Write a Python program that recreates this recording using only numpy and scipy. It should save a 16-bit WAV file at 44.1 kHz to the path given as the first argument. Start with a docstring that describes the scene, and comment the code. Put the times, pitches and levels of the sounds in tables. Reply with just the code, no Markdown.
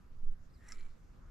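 """A calm pond, heard from the bank. Under a quiet outdoor hush, soft handling thumps and swaying air
nudge the microphone, and a far bird chirps. A small lure is jerked once across the water: the line
swishes, rasps and zips as it tightens, the tackle snaps taut with a sharp tick that flicks off
droplets, and the lure rattles through its own soft splash. Line and water are dense grains fed
through resonances; the tick, rattles and thumps are single clicks ringing a body's modes."""
import sys
import numpy as np
from scipy import signal
from scipy.io import wavfile
from scipy.ndimage import map_coordinates

SR = 44100
rng = np.random.default_rng(int(sys.argv[2]) if len(sys.argv) > 2 else 0)


def int16_out(signal):
    """Quantize to a 16-bit WAV file."""
    q = np.round(np.clip(np.atleast_2d(signal).T, -1, 1) * 32767)
    wavfile.write(sys.argv[1], SR, q.astype(np.int16))


N = 57330
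TIME = np.arange(N) / SR

# tone of the outdoor bed (frequency [Hz], relative density [dB])
HUSH_SPECTRUM = [(20, 1), (45, -5.5), (80, -14), (130, -16), (190, -15.5), (330, -27), (700, -35.5),
                 (1250, -34), (2000, -40.5), (3200, -48), (6500, -47.5), (8800, -57.5), (10600, -62),
                 (12000, -49.5), (13200, -65)]
# stereo image of the bed (frequency [Hz], left-right correlation [1 = mono])
HUSH_CORRELATION = [(40, .9), (130, 0.58), (350, 0.13), (1200, 0.094), (5000, 0.46), (12000, 0.15)]
# lean of the bed (frequency [Hz], left minus right [dB])
HUSH_PAN = [(60, 1.5), (250, -5.5), (500, -8), (1200, -2), (5000, 1.5), (12000, 8.5)]
# level of the bed, one shallow dip (time [s], gain [dB])
HUSH_LEVEL = [(0, 1), (.18, 0), (.28, -1.5), (.42, -1), (.52, 0.5), (1.3, 1)]
# envelope of the distant rush (time [s], level [dB])
RUSH_ENVELOPE = [(0, -78.5), (.2, -85.5), (.55, -94), (.95, -87.5), (1.1, -83), (1.22, -74.5), (1.3, -74.5)]
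# handling bumps (time [s], strength [dB])
THUMP_HITS = [(.04, -49.5), (.115, -45), (.165, -44), (.40, -45), (.455, -46), (.556, -42), (.618, -43),
              (1.05, -58), (1.185, -44), (1.255, -49.5)]
# low ring of a bump (frequency [Hz], gain [dB], T60 [s])
THUMP_RING = [(52.9, 0, 0.074), (121, -6, 0.05)]
# swells of air on the microphone (centre time [s], half-width [s], level [dB])
AIR_SWELLS = [(0.203, 0.1, -41), (0.283, 0.052, -24.5), (0.428, 0.067, -46.5), (0.817, 0.095, -35.5)]
# the bird's falling note (time [s], pitch [Hz], level [dB])
BIRD_NOTE = [(.534, 5300, -84), (.541, 4970, -74), (.549, 4950, -71), (.552, 4480, -75), (.556, 4450, -75),
             (.561, 4200, -80), (.570, 4070, -81), (.585, 3800, -81)]
# colour of the swish at full speed (frequency [Hz], width [Hz], gain [dB])
SWISH_COLOUR = [(780, 240, -11), (1360, 250, -6), (1670, 240, -2.5), (2060, 173, 1.5), (2800, 1600, -17.5),
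                (4300, 970, -20.5)]
# envelope of the rasp, ahead of its fades (time [s], level [dB])
RASP_ENVELOPE = [(.60, -85), (.645, -80.5), (.68, -72.5), (.703, -66.5), (.73, -72.5), (.748, -73.5),
                 (.78, -99)]
# colour of the rasp (frequency [Hz], width [Hz], gain [dB])
RASP_COLOUR = [(3930, 300, -3.5), (5600, 750, -4), (7430, 260, 2.5), (8500, 470, -8.5), (9680, 400, -6),
               (13200, 1900, -16)]
# short slips of the line (centre time [s], half-width [s], level [dB])
ZIP_SLIPS = [(.6865, .004, -63), (.6905, .002, -59), (.7125, .003, -64)]
# colour of a zip (frequency [Hz], width [Hz], gain [dB])
ZIP_COLOUR = [(5700, 240, 7.5), (7650, 350, 4), (8540, 610, -5.5), (10570, 1200, -7.5)]
# ring of the tackle snapping taut (frequency [Hz], gain [dB], T60 [s])
SNAP_RING = [(1294, -16, 0.074), (1530, -12.5, 0.011), (2130, -14.5, 0.042), (2497, -19.5, 0.027),
             (5380, -3.5, 0.026), (5760, -9.5, 0.023), (6250, -5, 0.0056), (6820, -7.5, 0.01),
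             (7330, -3.5, 0.0075), (9770, -22, 0.0099)]
# colour of the droplets (frequency [Hz], width [Hz], gain [dB])
DROPLET_COLOUR = [(1390, 340, -1), (2200, 310, 4.5), (2510, 440, 3), (4730, 1200, 4.5), (5550, 500, 6),
                  (7050, 600, -2), (10300, 3100, -5)]
# colour of the splash (frequency [Hz], width [Hz], gain [dB])
SPLASH_COLOUR = [(1290, 360, -1.5), (1610, 210, -2.5), (1974, 130, 3), (2300, 92, 5.5), (2750, 720, -9),
                 (4175, 260, -7.5), (5500, 1800, -21), (7420, 480, -7), (9740, 480, -13), (12500, 730, -37)]
# knocks of the lure (time [s], strength [dB], low-pass cutoff [Hz])
RATTLE_HITS = [(.7833, -54.5, 4800), (0.8076, -51, 6950), (0.8225, -61, 2400), (0.8292, -57, 3000),
               (.8633, -54, 2190), (0.903, -67, 10900)]
# ring of the lure's body (frequency [Hz], gain [dB], T60 [s])
RATTLE_RING = [(1590, -2.5, 0.0062), (2297, -14.5, 0.055), (3080, -5, 0.0056), (4160, -9.5, 0.041),
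               (4770, -10.5, 0.014), (5700, -10.5, 0.0069), (7000, -20, 0.01)]

SWISH_START_S, SWISH_PEAK_S, SNAP_S, SPLASH_S = .572, .709, .7208, .73


def from_db(db):
    """Decibels to gain."""
    return 10 ** (np.asarray(db) / 20)


def rms_one(x):
    """Scale to rms 1."""
    return x / np.sqrt(np.mean(x ** 2) + 1e-20)


def at_hz(points, hz):
    """Read a table on a log-frequency axis."""
    freqs, values = np.transpose(points)
    return np.interp(np.log(hz), np.log(freqs), values)


def automation(rows):
    """One per-sample curve for each column after the time."""
    times, *columns = np.transpose(rows)
    return [np.interp(TIME, times, column) for column in columns]


def pan(db):
    """Left and right gains; positive leans left."""
    return from_db(np.array([[db], [-db]]) / 2)


def drift(per_s):
    """A random modulator gliding between values of spread 1."""
    knots = rng.standard_normal(2000)
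    return np.interp(TIME * per_s, np.arange(len(knots)), knots)


def stereo(mid, side, correlation):
    """Matrix two unrelated signals into a pair with the given correlation."""
    return np.sqrt(1 + correlation) * mid + np.sqrt(1 - correlation) * side * np.array([[1], [-1]])


def eq(x, kind, hz, order=2):
    """A Butterworth low-, high- or band-pass."""
    return signal.sosfilt(signal.butter(order, np.clip(hz, 10, .45 * SR), kind, fs=SR, output="sos"), x)


def band(x, hz, width_hz):
    """A band-pass set by centre and width."""
    return eq(x, "band", [hz - width_hz / 2, hz + width_hz / 2])


def resonance(x, hz, width_hz):
    """A two-pole resonance, unity gain at its peak."""
    radius, angle = np.exp(-np.pi * width_hz / SR), 2 * np.pi * hz / SR
    gain = (1 - radius ** 2) / 2
    return signal.lfilter([gain, 0, -gain], [1, -2 * radius * np.cos(angle), radius ** 2], x)


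def strike(hits, modes, vary_db):
    """Clicks ring a body's modes, neighbouring modes in opposite polarity."""
    times, db = np.transpose(hits)
    variation_db = vary_db * rng.standard_normal((len(times), len(modes)))
    out = np.zeros(N)
    for k, (hz, mode_db, t60) in enumerate(modes):
        clicks = np.full(N, 1e-18)
        clicks[(times * SR).astype(int)] = from_db(db + mode_db + variation_db[:, k])
        radius, angle = from_db(-60 / (t60 * SR)), 2 * np.pi * hz / SR
        ring = signal.lfilter([0, np.sin(angle)], [1, -2 * radius * np.cos(angle), radius ** 2], clicks)
        out += (-1) ** k * ring
    return out


def grains(colour, per_s, spread_db, correlation):
    """A stereo texture of dense tiny clicks through resonances, at rms 1."""
    sizes = from_db(spread_db * np.minimum(rng.exponential(1, (2, N)), 4))
    polarity = rng.choice([-1, 1], (2, N))
    clicks = sizes * polarity * (rng.random((2, N)) < per_s / SR) + 1e-18
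    rung = sum((-1) ** k * from_db(db) * resonance(clicks, hz, width)
               for k, (hz, width, db) in enumerate(colour))
    trimmed = eq(rung, "band", [colour[0][0] * .8, colour[-1][0] * 1.2])
    return rms_one(stereo(*trimmed, correlation))


def bank_scatter(x, wet_db=-9.5, t60_s=.05, predelay_s=.0028):
    """Stones and brush add a short tail, different at each ear."""
    t = TIME[:SR // 4]
    tail = rng.standard_normal((2, len(t))) * from_db(-60 * t / t60_s) * (t > predelay_s)
    tail /= np.sqrt(np.sum(tail ** 2, axis=1, keepdims=True))
    return x + from_db(wet_db) * signal.fftconvolve(x[None], tail, axes=1)[:, :N]


def hush(level_db=-58.5, flicker_db=2.5):
    """The bed of open air: third-octave noise bands, each flickering a little."""
    edges = 22 * 2 ** np.arange(0, 9.6, 1 / 3)
    centres, widths = (edges[1:] + edges[:-1]) / 2, np.diff(edges)
    white = rng.standard_normal((2, 2, N + SR // 4))  # pre-roll lets the filters settle
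    bed = 0
    for k, (hz, width) in enumerate(zip(centres, widths)):
        pair = stereo(*band(white[k % 2], hz, width)[:, -N:], at_hz(HUSH_CORRELATION, hz))
        gain = from_db(at_hz(HUSH_SPECTRUM, hz) + flicker_db * drift(per_s=21.98))
        bed += gain * pan(at_hz(HUSH_PAN, hz)) * pair
    power = np.sum(from_db(at_hz(HUSH_SPECTRUM, centres)) ** 2 * widths) * 4 / SR
    shift_db, = automation(HUSH_LEVEL)
    return from_db(level_db + shift_db) * bed / np.sqrt(power)


def far_rush():
    """A smooth, distant midrange rush that sinks away, then builds toward the end."""
    db, = automation(RUSH_ENVELOPE)
    noise = band(rng.standard_normal((2, N)), hz=1213, width_hz=460)
    return from_db(db) * rms_one(stereo(*noise, correlation=.58))


def thin_hiss():
    """A faint, steady thread of top-end hiss, mostly on the left."""
    noise = band(rng.standard_normal((2, N)), hz=11900, width_hz=580)
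    return from_db(-96.5) * pan(db=10.5) * rms_one(stereo(*noise, correlation=.056))


def handling_thumps():
    """Soft bumps of handling, each a short, muffled bass ring."""
    return eq(strike(THUMP_HITS, THUMP_RING, vary_db=0), "low", hz=171)


def air_sway(sway_hz=11.08):
    """Slow pressure swings buffet the microphone, with a little rumble riding on them."""
    rumble = from_db(-23.5) * rms_one(band(rng.standard_normal(N), hz=30, width_hz=30))
    out = 0
    for centre_s, half_s, db in AIR_SWELLS:
        t = TIME - centre_s
        swell = from_db(db) * np.exp(-(t / half_s) ** 2)
        out += swell * (np.cos(2 * np.pi * sway_hz * t) + rumble)
    return pan(db=-4) * out


def bird(roughness=.13):
    """One far-off whistle that holds, then steps down."""
    hz, db = automation(BIRD_NOTE)
    gate = (TIME > BIRD_NOTE[0][0]) & (TIME < BIRD_NOTE[-1][0])
    flutter = 1 + roughness * drift(per_s=400)
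    whistle = np.sin(2 * np.pi * np.cumsum(hz) / SR)
    return bank_scatter(gate * from_db(db) * flutter * whistle)


def line_swish(peak_db=-59.5, rise_db_per_s=135, fall_db_per_s=421, octaves_per_s=1.7, fade_in_s=.04):
    """The line cuts air and water, climbing in pitch and level as it gathers speed, then dying fast."""
    t = TIME - SWISH_PEAK_S
    speed = 2 ** (octaves_per_s * np.clip(t, SWISH_START_S - SWISH_PEAK_S, 0))
    texture = grains(SWISH_COLOUR, per_s=12000, spread_db=1.5, correlation=.8)
    glide = np.array([map_coordinates(channel, [np.cumsum(speed)], order=3) for channel in texture])
    level_db = peak_db - np.maximum(-rise_db_per_s * t, fall_db_per_s * t)
    fade_in = np.clip((TIME - SWISH_START_S) / fade_in_s, 0, 1)
    return fade_in * from_db(level_db) * glide


def line_rasp(fade_s=.092):
    """The tightening line gives a bright, gritty rasp, dead centre."""
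    db, = automation(RASP_ENVELOPE)
    inside_s = np.minimum(TIME - RASP_ENVELOPE[0][0], RASP_ENVELOPE[-1][0] - TIME)
    fade = np.clip(1 + inside_s / fade_s, 0, 1)  # fades lie outside the envelope's span
    return fade * from_db(db) * grains(RASP_COLOUR, per_s=3600, spread_db=3, correlation=1)


def line_zips():
    """The line slips in tiny bursts of treble grain."""
    envelope = sum(from_db(db) * np.exp(-((TIME - centre_s) / half_s) ** 2)
                   for centre_s, half_s, db in ZIP_SLIPS)
    return envelope * grains(ZIP_COLOUR, per_s=3600, spread_db=2, correlation=.96)


def tackle_snap():
    """The tackle comes taut: one hard, ringing tick."""
    return eq(strike([(SNAP_S, -36.5)], SNAP_RING, vary_db=2), "low", hz=8300)


def droplets(level_db=-57.5, attack_s=.0022, fall_db_per_s=603):
    """A brief crackle of water flicked off by the snap."""
    t = TIME - SNAP_S
    envelope = np.clip(t / attack_s, 0, 1) * from_db(level_db - fall_db_per_s * np.maximum(t, 0))
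    return envelope * grains(DROPLET_COLOUR, per_s=4200, spread_db=5.5, correlation=.62)


def splash(level_db=-68.5, attack_s=.012, fall_after_s=.063, fall_db_per_s=91):
    """Fine spray and ripples behind the lure: quick attack, short hold, steady release."""
    t = TIME - SPLASH_S
    release_db = fall_db_per_s * np.maximum(t - fall_after_s, 0)
    envelope = np.clip(t / attack_s, 0, 1) * from_db(level_db - release_db)
    return envelope * grains(SPLASH_COLOUR, per_s=2500, spread_db=5, correlation=.68)


def lure_rattles():
    """Small knocks ring the lure's body, each contact crisp or dull."""
    return sum(eq(strike([(time_s, db)], RATTLE_RING, vary_db=1.5), "low", cutoff_hz)
               for time_s, db, cutoff_hz in RATTLE_HITS)


def scene():
    """The mix from the bank: ambience all round, the line centred, the lure a touch left."""
    ambience = hush() + far_rush() + air_sway() + handling_thumps() + bird()
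    line = line_swish() + line_rasp() + line_zips()
    ticks = eq(tackle_snap() + lure_rattles(), "high", hz=970)  # so small a body sheds no bass
    lure = pan(db=.8) * (bank_scatter(ticks) + droplets() + splash())
    return ambience + line + lure + thin_hiss()


def record(dry):
    """Sound reaches the left microphone port a hair late; the top end is cut steeply."""
    lag_samples = .6
    left = map_coordinates(dry[0], [np.arange(N) - lag_samples], order=3, mode="nearest")
    return eq(np.stack([left, dry[1]]), "low", hz=13345, order=10)


dry = scene()
out = record(dry)
int16_out(out)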